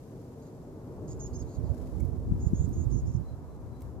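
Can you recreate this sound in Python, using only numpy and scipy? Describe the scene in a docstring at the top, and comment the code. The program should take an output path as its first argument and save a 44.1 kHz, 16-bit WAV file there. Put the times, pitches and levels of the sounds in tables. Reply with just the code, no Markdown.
"""A breeze buffets both microphone ports over a distant low rumble and a thin hiss of leaves.
Near a hanging nest box a small bird scolds in a burst of short harsh notes, each breaking from a rasp
toward a buzzing whistle and back. A brief hum passes as the bird flies over, and its claws tick on the
wood. It scolds a second time in stronger gusts; then another bird whistles far off, and the claws
tick again."""
import sys
import numpy as np
from scipy import signal
from scipy.fft import rfft, irfft, next_fast_len
from scipy.io import wavfile
from scipy.ndimage import map_coordinates

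SR = 44100
rng = np.random.default_rng(int(sys.argv[2]) if len(sys.argv) > 2 else 0)


def digitize_waveform(pressure):
    """Quantize a signal to 16-bit integers and store it at the path in sys.argv[1].

    Rows of a 2-D input are taken as channels; values are limited to [-1, 1].
    """
    field = np.atleast_2d(pressure).T
    bounded = np.clip(field, -1, 1)
    quanta = np.round(bounded * 32767).astype(np.int16)
    wavfile.write(sys.argv[1], SR, quanta)


N = 176400
TIME = np.arange(N) / SR


def amp(db):
    """Decibels to gain."""
    return 10 ** (np.asarray(db) / 20)


def unit(x):
    """Scale to rms 1."""
    return x / np.sqrt(np.mean(x ** 2) + 1e-20)


def along(points, hz):
    """Read (frequency, value) points on a log axis."""
    f, v = np.transpose(points)
    return np.interp(np.log(hz + 1), np.log(f + 1), v)


def fader(points):
    """One value per sample from (time, value) points."""
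    return np.interp(TIME, *np.transpose(points))


def wobble(rate, count=N):
    """A smooth random curve, rate knots a second."""
    return map_coordinates(rng.standard_normal(N // 10), [np.arange(count) * rate / SR], mode="wrap")


def ramp(u):
    """Smooth step from 0 to 1."""
    return np.sin(np.pi / 2 * np.clip(u, 0, 1))


def bump(x, centre, width):
    """Bell curve of height 1."""
    return np.exp(-((x - centre) / width) ** 2)


def phase(hz):
    """Running phase of a frequency curve."""
    return 2 * np.pi * np.cumsum(hz) / SR


def filtered(x, response):
    """x times a complex response of frequency."""
    m = next_fast_len(N + SR // 2)
    return irfft(rfft(x, m) * response(np.fft.rfftfreq(m, 1 / SR)), m)[..., :N]


def noise(spectrum):
    """Coloured noise of rms 1."""
    return unit(filtered(rng.standard_normal(N), lambda hz: amp(along(spectrum, hz))))


def noise_pair(spectrum):
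    """Two unrelated noises of one colour."""
    return np.array([noise(spectrum), noise(spectrum)])


def band(hz, width_hz):
    """Noise of rms 1 through a resonance applied twice."""
    resonance = lambda f: 1j * f * width_hz / (hz * hz - f * f + 1j * f * width_hz)
    return unit(filtered(rng.standard_normal(N), lambda f: resonance(f) ** 2))


def pan(db):
    """Constant-power gains; positive is left."""
    g = amp(np.array([[.5], [-.5]]) * db)
    return g / np.sqrt(np.mean(g ** 2, axis=0))


def placed(x, pan_db, lead_s):
    """Pan by level and by arrival time; positive favours the left."""
    return pan(pan_db) * filtered(x, lambda hz: np.exp(1j * np.pi * hz * lead_s * np.array([[1], [-1]])))


def add(track, start, x):
    """Mix x into the track from start, in seconds."""
    i = round(start * SR)
    track[i:i + len(x)] += x[:len(track) - i]


def trees(x, t60=.22):
    """Diffuse echo from trunks and leaves."""
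    t = TIME[:SR // 2]
    tail = rng.standard_normal((2, len(t))) * amp(-60 * t / t60)
    return signal.fftconvolve(x[None], tail / np.linalg.norm(tail[0]), axes=1)[:, :N]


FAR_PAN_DB, FAR_LEAD_S = 1, .0001
# Stereo image of the far noise (frequency [Hz], left-right likeness [0-1])
FAR_LIKENESS = [(100, 1), (450, 0.85), (850, 0.65), (4000, 0.24)]


def distant(spectrum, levels):
    """Far noise, nearly mono in the bass and wider above."""
    spread = lambda hz: np.arccos(np.clip(along(FAR_LIKENESS, hz), -1, 1)) / 2
    mid, side = filtered(noise_pair(spectrum), lambda f: np.array([np.cos(spread(f)), np.sin(spread(f))]))
    stereo = placed(np.array([mid + side, mid - side]), FAR_PAN_DB, FAR_LEAD_S)
    return stereo * amp(fader(levels) + .43 * wobble(16))


# Fader rides of the low roar and the rush above it (time [s], relative level [dB])
ROAR_RIDE = [(0, -50.5), (.8, -49.5), (1.05, -45), (1.4, -47.5), (2, -46.5), (2.6, -52), (3.3, -54),
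             (4, -52)]
RUSH_RIDE = [(0, -62.5), (1.2, -57), (2.4, -58.5), (4, -57.5)]
# Their colours (frequency [Hz], gain [dB])
ROAR_EQ = [(25, -1), (65, -4), (135, 5), (190, -2.5), (260, -4), (450, -6), (620, -12), (1000, -32.5),
           (8000, -100)]
RUSH_EQ = [(300, -5.5), (650, 0), (950, -1), (1500, -15), (8000, -70.5)]
# Narrow bands in the roar (frequency [Hz], level against its ride [dB])
DRONES = [(252, -5), (305, -9.5), (368, -8), (452, -10.5)]


def rumble():
    """A distant roar with droning bands swells and fades under a steadier rush."""
    roar = amp(4) * distant(ROAR_EQ, ROAR_RIDE)
    drone = amp(fader(ROAR_RIDE)) * sum(amp(db) * band(hz, width_hz=20) for hz, db in DRONES)
    return roar + placed(drone, FAR_PAN_DB, FAR_LEAD_S) + distant(RUSH_EQ, RUSH_RIDE)


# Colour of leaf and feather noise (frequency [Hz], gain [dB])
RUSTLE_EQ = [(800, 14.5), (2000, 6.5), (3000, 2), (4500, 4), (7200, 5.5), (9000, -0.5), (11500, 3),
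             (14000, -1), (15500, -7)]
# Its lean to either side (frequency [Hz], pan [dB])
RUSTLE_PAN = [(2000, 1), (5000, 4), (7000, -4.5), (10000, 6.5), (15000, 5)]


def rustle():
    """Wide, airy noise for leaves and wings."""
    return filtered(noise_pair(RUSTLE_EQ), lambda hz: pan(along(RUSTLE_PAN, hz)))


# Fader ride of the leaves (time [s], relative level [dB])
LEAF_RIDE = [(0, -74.5), (.8, -77.5), (1.4, -75), (2.3, -76.5), (2.62, -73.5), (3.6, -79), (3.86, -76),
             (4, -81.5)]


def leaves(gain_db=9.5, flicker_db=.5):
    """Leaves hiss thinly, with a slight flicker."""
    return rustle() * amp(fader(LEAF_RIDE) + gain_db + flicker_db * wobble(60))


# Gusts at each port (time [s], relative level [dB])
LEFT_GUSTS = [(0, -60), (.85, -61), (1.05, -39), (1.6, -56), (2.15, -46), (2.28, -29.5), (2.5, -31.5),
              (2.7, -37), (3.1, -36.5), (3.35, -44), (4, -40)]
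RIGHT_GUSTS = [(0, -64), (.9, -52.5), (1.17, -34), (1.55, -39), (1.66, -29.5), (1.87, -37), (2.018, -26.5),
               (2.33, -32.5), (2.45, -26.5), (2.65, -33.5), (2.87, -23), (3.06, -29.5), (3.16, -27.5),
               (3.28, -38), (3.8, -44), (4, -45.5)]
# Deep buffeting and finer turbulence (frequency [Hz], gain [dB])
BUFFET_EQ = [(22, -39), (55, 1), (130, -7), (200, -19.5), (500, -39), (3000, -120)]
CHURN_EQ = [(90, -32), (160, 3.5), (250, 0), (350, 1), (500, -28.5), (3000, -110)]


def breeze(lump_db=3, churn_growth=1.37):
    """Lumpy buffeting, unrelated at the two ports; fine churn rises faster than it in a gust."""
    ports = []
    for gusts in (LEFT_GUSTS, RIGHT_GUSTS):
        db = fader(gusts)
        lumps = unit(amp(lump_db * wobble(22.185)))
        buffet = noise(BUFFET_EQ) * amp(db + 1)
        churn = noise(CHURN_EQ) * amp(db.max() - 12 + churn_growth * (db - db.max()))
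        ports.append(lumps * (buffet + churn))
    return np.array(ports)


def buzzing_whistle(pitch, u, rough, first_db, second_db, pushed, buzz_hz=425):
    """A whistle with buzz sidebands; if pushed, it grows an undertone and overtones as u runs 0 to 1."""
    n = len(u)
    carrier = phase(pitch)
    buzz = phase(buzz_hz + 45 * min(.2 + 3 * rough, 2) * wobble(340, n))
    below = amp(first_db) * np.sin(carrier - buzz)
    below += amp(second_db + 3 * wobble(30, n)) * np.sin(carrier - 2 * buzz)
    above = amp(-20) * (np.sin(carrier + buzz) + np.sin(carrier + 2 * buzz) / 2)
    overtones = np.sin(1.5 * carrier) + np.sin(1.5 * carrier - 3 * buzz) + np.sin(2 * (carrier - buzz)) / 2
    strain = np.sin(carrier / 2) + overtones * (1 + wobble(850, n)) / 2
    return unit(np.sin(carrier) + below + above + pushed * amp(-17) * ramp(u) * strain)


def low_rasp(top_hz, u, rough, rattle):
    """Pulsed noise that arches up and down in pitch, wider and flatter in rough notes."""
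    arch = phase(top_hz - 1100 * (1 - rough) * (2 * u - 1) ** 2)
    grit = sum(wobble(850 * (1 + rough / 2), len(u)) * wave(arch) for wave in (np.sin, np.cos))
    return unit(rattle * grit)


# Scolding notes (time [s], length [s], level [dB], pitch [Hz], rise [Hz], roughness [0-1],
# mid-note break [0-1], opening rasp [s], first lower sideband [dB], second lower sideband [dB],
# low rasp [dB], top of its arch [Hz])
SCOLD_NOTES = [(0.392, 0.11, -72, 6700, 0, 0.86, 0.1, .03, -12, -12, -5.5, 4480),
               (1.073, 0.075, -51.5, 7020, -5, 0.62, 0.1, 0.018, -14, -21, -13, 5150),
               (1.188, 0.1, -48.5, 6720, 57, 0.04, 0, 0.023, -19, -22, -15, 5700),
               (1.326, 0.11, -52, 6530, 195, 0.01, .9, 0.029, -22, -17, -9.5, 5460),
               (1.461, 0.13, -64, 6850, 107, 0.52, 0.03, 0.018, -8, -14, -6, 4570),
               (1.625, .11, -74.5, 6700, 0, .9, 0, .03, -12, -10, 1, 4580),
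               (2.39, .11, -57, 6870, 153, 0.09, 0, 0.037, -16, -15, -14, 5730),
               (2.531, .14, -54.5, 7030, 483, .05, 0, 0.024, -3, -9, -21, 6060),
               (2.71, 0.15, -59, 6980, 110, 0, 0.1, 0.026, -1, -5, -21, 5700),
               (2.894, .13, -55.5, 6550, 400, 0.1, 0.46, 0.036, -13, -13, -15, 5650),
               (3.047, .14, -62.5, 6330, 110, 0.63, .4, 0.034, -12, -9, -9, 5600)]
# Colour of the main rasp (frequency [Hz], gain [dB])
RASP_EQ = [(4000, -32), (5700, -37), (6350, -11), (6800, -3.5), (7150, -10.5), (8100, -20), (8700, -42),
           (12000, -41)]


def scolding(scoop_hz=1100, rattle_hz=229.5, fade_s=.032):
    """Each note scoops up to pitch; its whistle turns to pulsed rasp at the ends and where it breaks."""
    out = np.zeros(N)
    for (start, length, db, hz, rise, rough, broken, rasp_s,
         first_db, second_db, low_db, low_hz) in SCOLD_NOTES:
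        n = int(length * SR)
        t = TIME[:n]
        u = t / length
        voice_break = broken * bump(u, centre=.53, width=.1)
        glide = hz + rise * (u - .5) - scoop_hz * np.exp(-t / .012)
        pitch = glide - 260 * voice_break + (24.8 + 420 * rough) * wobble(250, n)
        whistle = buzzing_whistle(pitch, u, rough, first_db, second_db, pushed=hz + rise / 2 > 7200)
        rattle = unit(1 + .85 * np.sin(phase(rattle_hz * np.exp(.21 * wobble(208, n)))))  # uneven pulses
        rasp = rattle * noise(RASP_EQ)[:n] * amp(-2.5 * (1.5 - rough))
        low = amp(low_db) * low_rasp(low_hz, u, rough, rattle)
        middle = ramp(2 * t / rasp_s - 1) * ramp(2 * (length - t) / .019 - 1.5)
        clear = (1 - rough) * (1 - voice_break) * middle ** 2  # crossfade: 0 rasp, 1 whistle
        voice = np.sqrt(clear) * whistle + np.sqrt(1 - clear) * rasp + (1 - .54 * clear) * low
        envelope = ramp(t / fade_s) * ramp((length - t) / fade_s)
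        add(out, start, voice * envelope * amp(db - 10 * voice_break + 1.5 * wobble(90, n)))
    return placed(out, pan_db=-5, lead_s=.00005) + amp(-13) * trees(out)


# Eddies hitting a port (time [s], level [dB], width [s], pan [dB])
EDDIES = [(1.641, -20, .0024, -36), (2.3225, -11, .0014, 39), (2.4705, -11, .0019, -20),
          (2.5353, -10.5, .0011, 45), (2.5995, -13, .0022, -33), (2.6115, -14, .0024, -30),
          (2.645, -16, .0018, -28), (2.8715, -15, .0026, -25), (2.9485, -14, .0028, -25),
          (3.1525, -12.5, .0018, -25)]


def eddies():
    """Each eddy thumps a port with one push and pull of pressure."""
    out = np.zeros((2, N))
    for time, db, width, pan_db in EDDIES:
        u = (TIME - time) / width
        out += pan(pan_db) * amp(db) * -u * np.exp(-u * u / 2)
    return out


def hum():
    """One brief hum rises out of the rumble."""
    swell = amp(-52) * bump(TIME, centre=1.69, width=.08)
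    return placed(band(575, width_hz=130) * swell, FAR_PAN_DB, FAR_LEAD_S)


def wings(start_s=1.69, length_s=.47, beat_hz=24):
    """Wingbeats pulse a crackly feather rustle as the bird flies to the box."""
    t = TIME - start_s
    envelope = ramp(t / .026) * ramp((length_s - t) / .33)
    beat_db = 2.5 * np.sin(2 * np.pi * beat_hz * t)
    crackle_db = 3 * wobble(330)
    return rustle() * envelope * amp(-66.5 + beat_db + crackle_db)


# Claw contacts (time [s], level [dB], knock gain [dB], ring pitch [Hz])
CLAW_TICKS = [(1.9995, -58, 3, 7500), (2.0045, -54, 1, 11000), (2.051, -57, -8, 12200),
              (2.691, -57, -15, 13800), (2.712, -64, -10, 8500), (3.807, -60, -8, 13000),
              (3.8195, -52.5, -6, 12000)]
# Colour of the crack (frequency [Hz], gain [dB])
CRACK_EQ = [(1000, -17), (6500, 0), (16000, -0.5)]
# Modes of the wooden box (frequency [Hz], level [dB], decay by 60 dB [s])
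BOX_MODES = [(2200, -8.5, .035), (6400, -5.5, .012)]


def claws(crack_t60=.021, ring_t60=.014):
    """Each contact is a crack, a brief high ring and a little knock of the box."""
    out, t = np.zeros(N), TIME[:SR // 10]
    for start, db, knock_db, hz in CLAW_TICKS:
        crack = noise(CRACK_EQ)[:len(t)] * amp(-60 * t / crack_t60)
        ring = np.sin(2 * np.pi * hz * t) * amp(-1.5 - 60 * t / ring_t60)
        knock = sum(np.sin(2 * np.pi * f * t) * amp(g - 60 * t / t60) for f, g, t60 in BOX_MODES)
        add(out, start, amp(db) * (crack + ring + amp(knock_db) * knock))
    return pan(5) * out + amp(-6) * trees(out)


# Short gusts (time [s], half length [s], level [dB], pan [dB])
PUFFS = [(2.674, 0.058, -31, -20), (3.19, 0.034, -32, -16)]
# Their colour (frequency [Hz], gain [dB])
PUFF_EQ = [(60, 2), (120, 4.5), (170, -0.5), (280, -3), (3000, -110)]


def puffs():
    """Short puffs of fine turbulence brush the right port."""
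    return sum(pan(pan_db) * noise_pair(PUFF_EQ) * amp(db) * bump(TIME, time, width)
               for time, width, db, pan_db in PUFFS)


# The far bird's call (time [s], length [s], level [dB], pitch [Hz], glide [Hz])
FAR_WHISTLES = [(3.21, .14, -75, 4030, -30), (3.46, .12, -81, 4040, -80), (3.70, .12, -79, 4020, 0)]


def far_bird(waver_hz=40):
    """Thin wavering whistles, about half of their sound an echo from the trees."""
    out = np.zeros(N)
    for start, length, db, hz, glide in FAR_WHISTLES:
        u = np.linspace(0, 1, int(length * SR))
        pitch = hz + glide * (u - .5) + waver_hz * wobble(200, len(u))
        add(out, start, amp(db) * np.sin(np.pi * u) * np.sin(phase(pitch)))
    return out + amp(-.5) * trees(out)


def scene():
    """The outdoor bed, then the events in order of entry."""
    bed = rumble() + leaves() + breeze()
    return bed + scolding() + eddies() + hum() + wings() + claws() + puffs() + far_bird()


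def record(dry, low_cut_hz=40, top_hz=15600):
    """The camera cuts the deepest bass and keeps nothing above its band limit."""
    return filtered(dry, lambda hz: (hz < top_hz) * (1 - np.exp(-(hz / low_cut_hz) ** 2)))


dry = scene()
out = record(dry)
digitize_waveform(out)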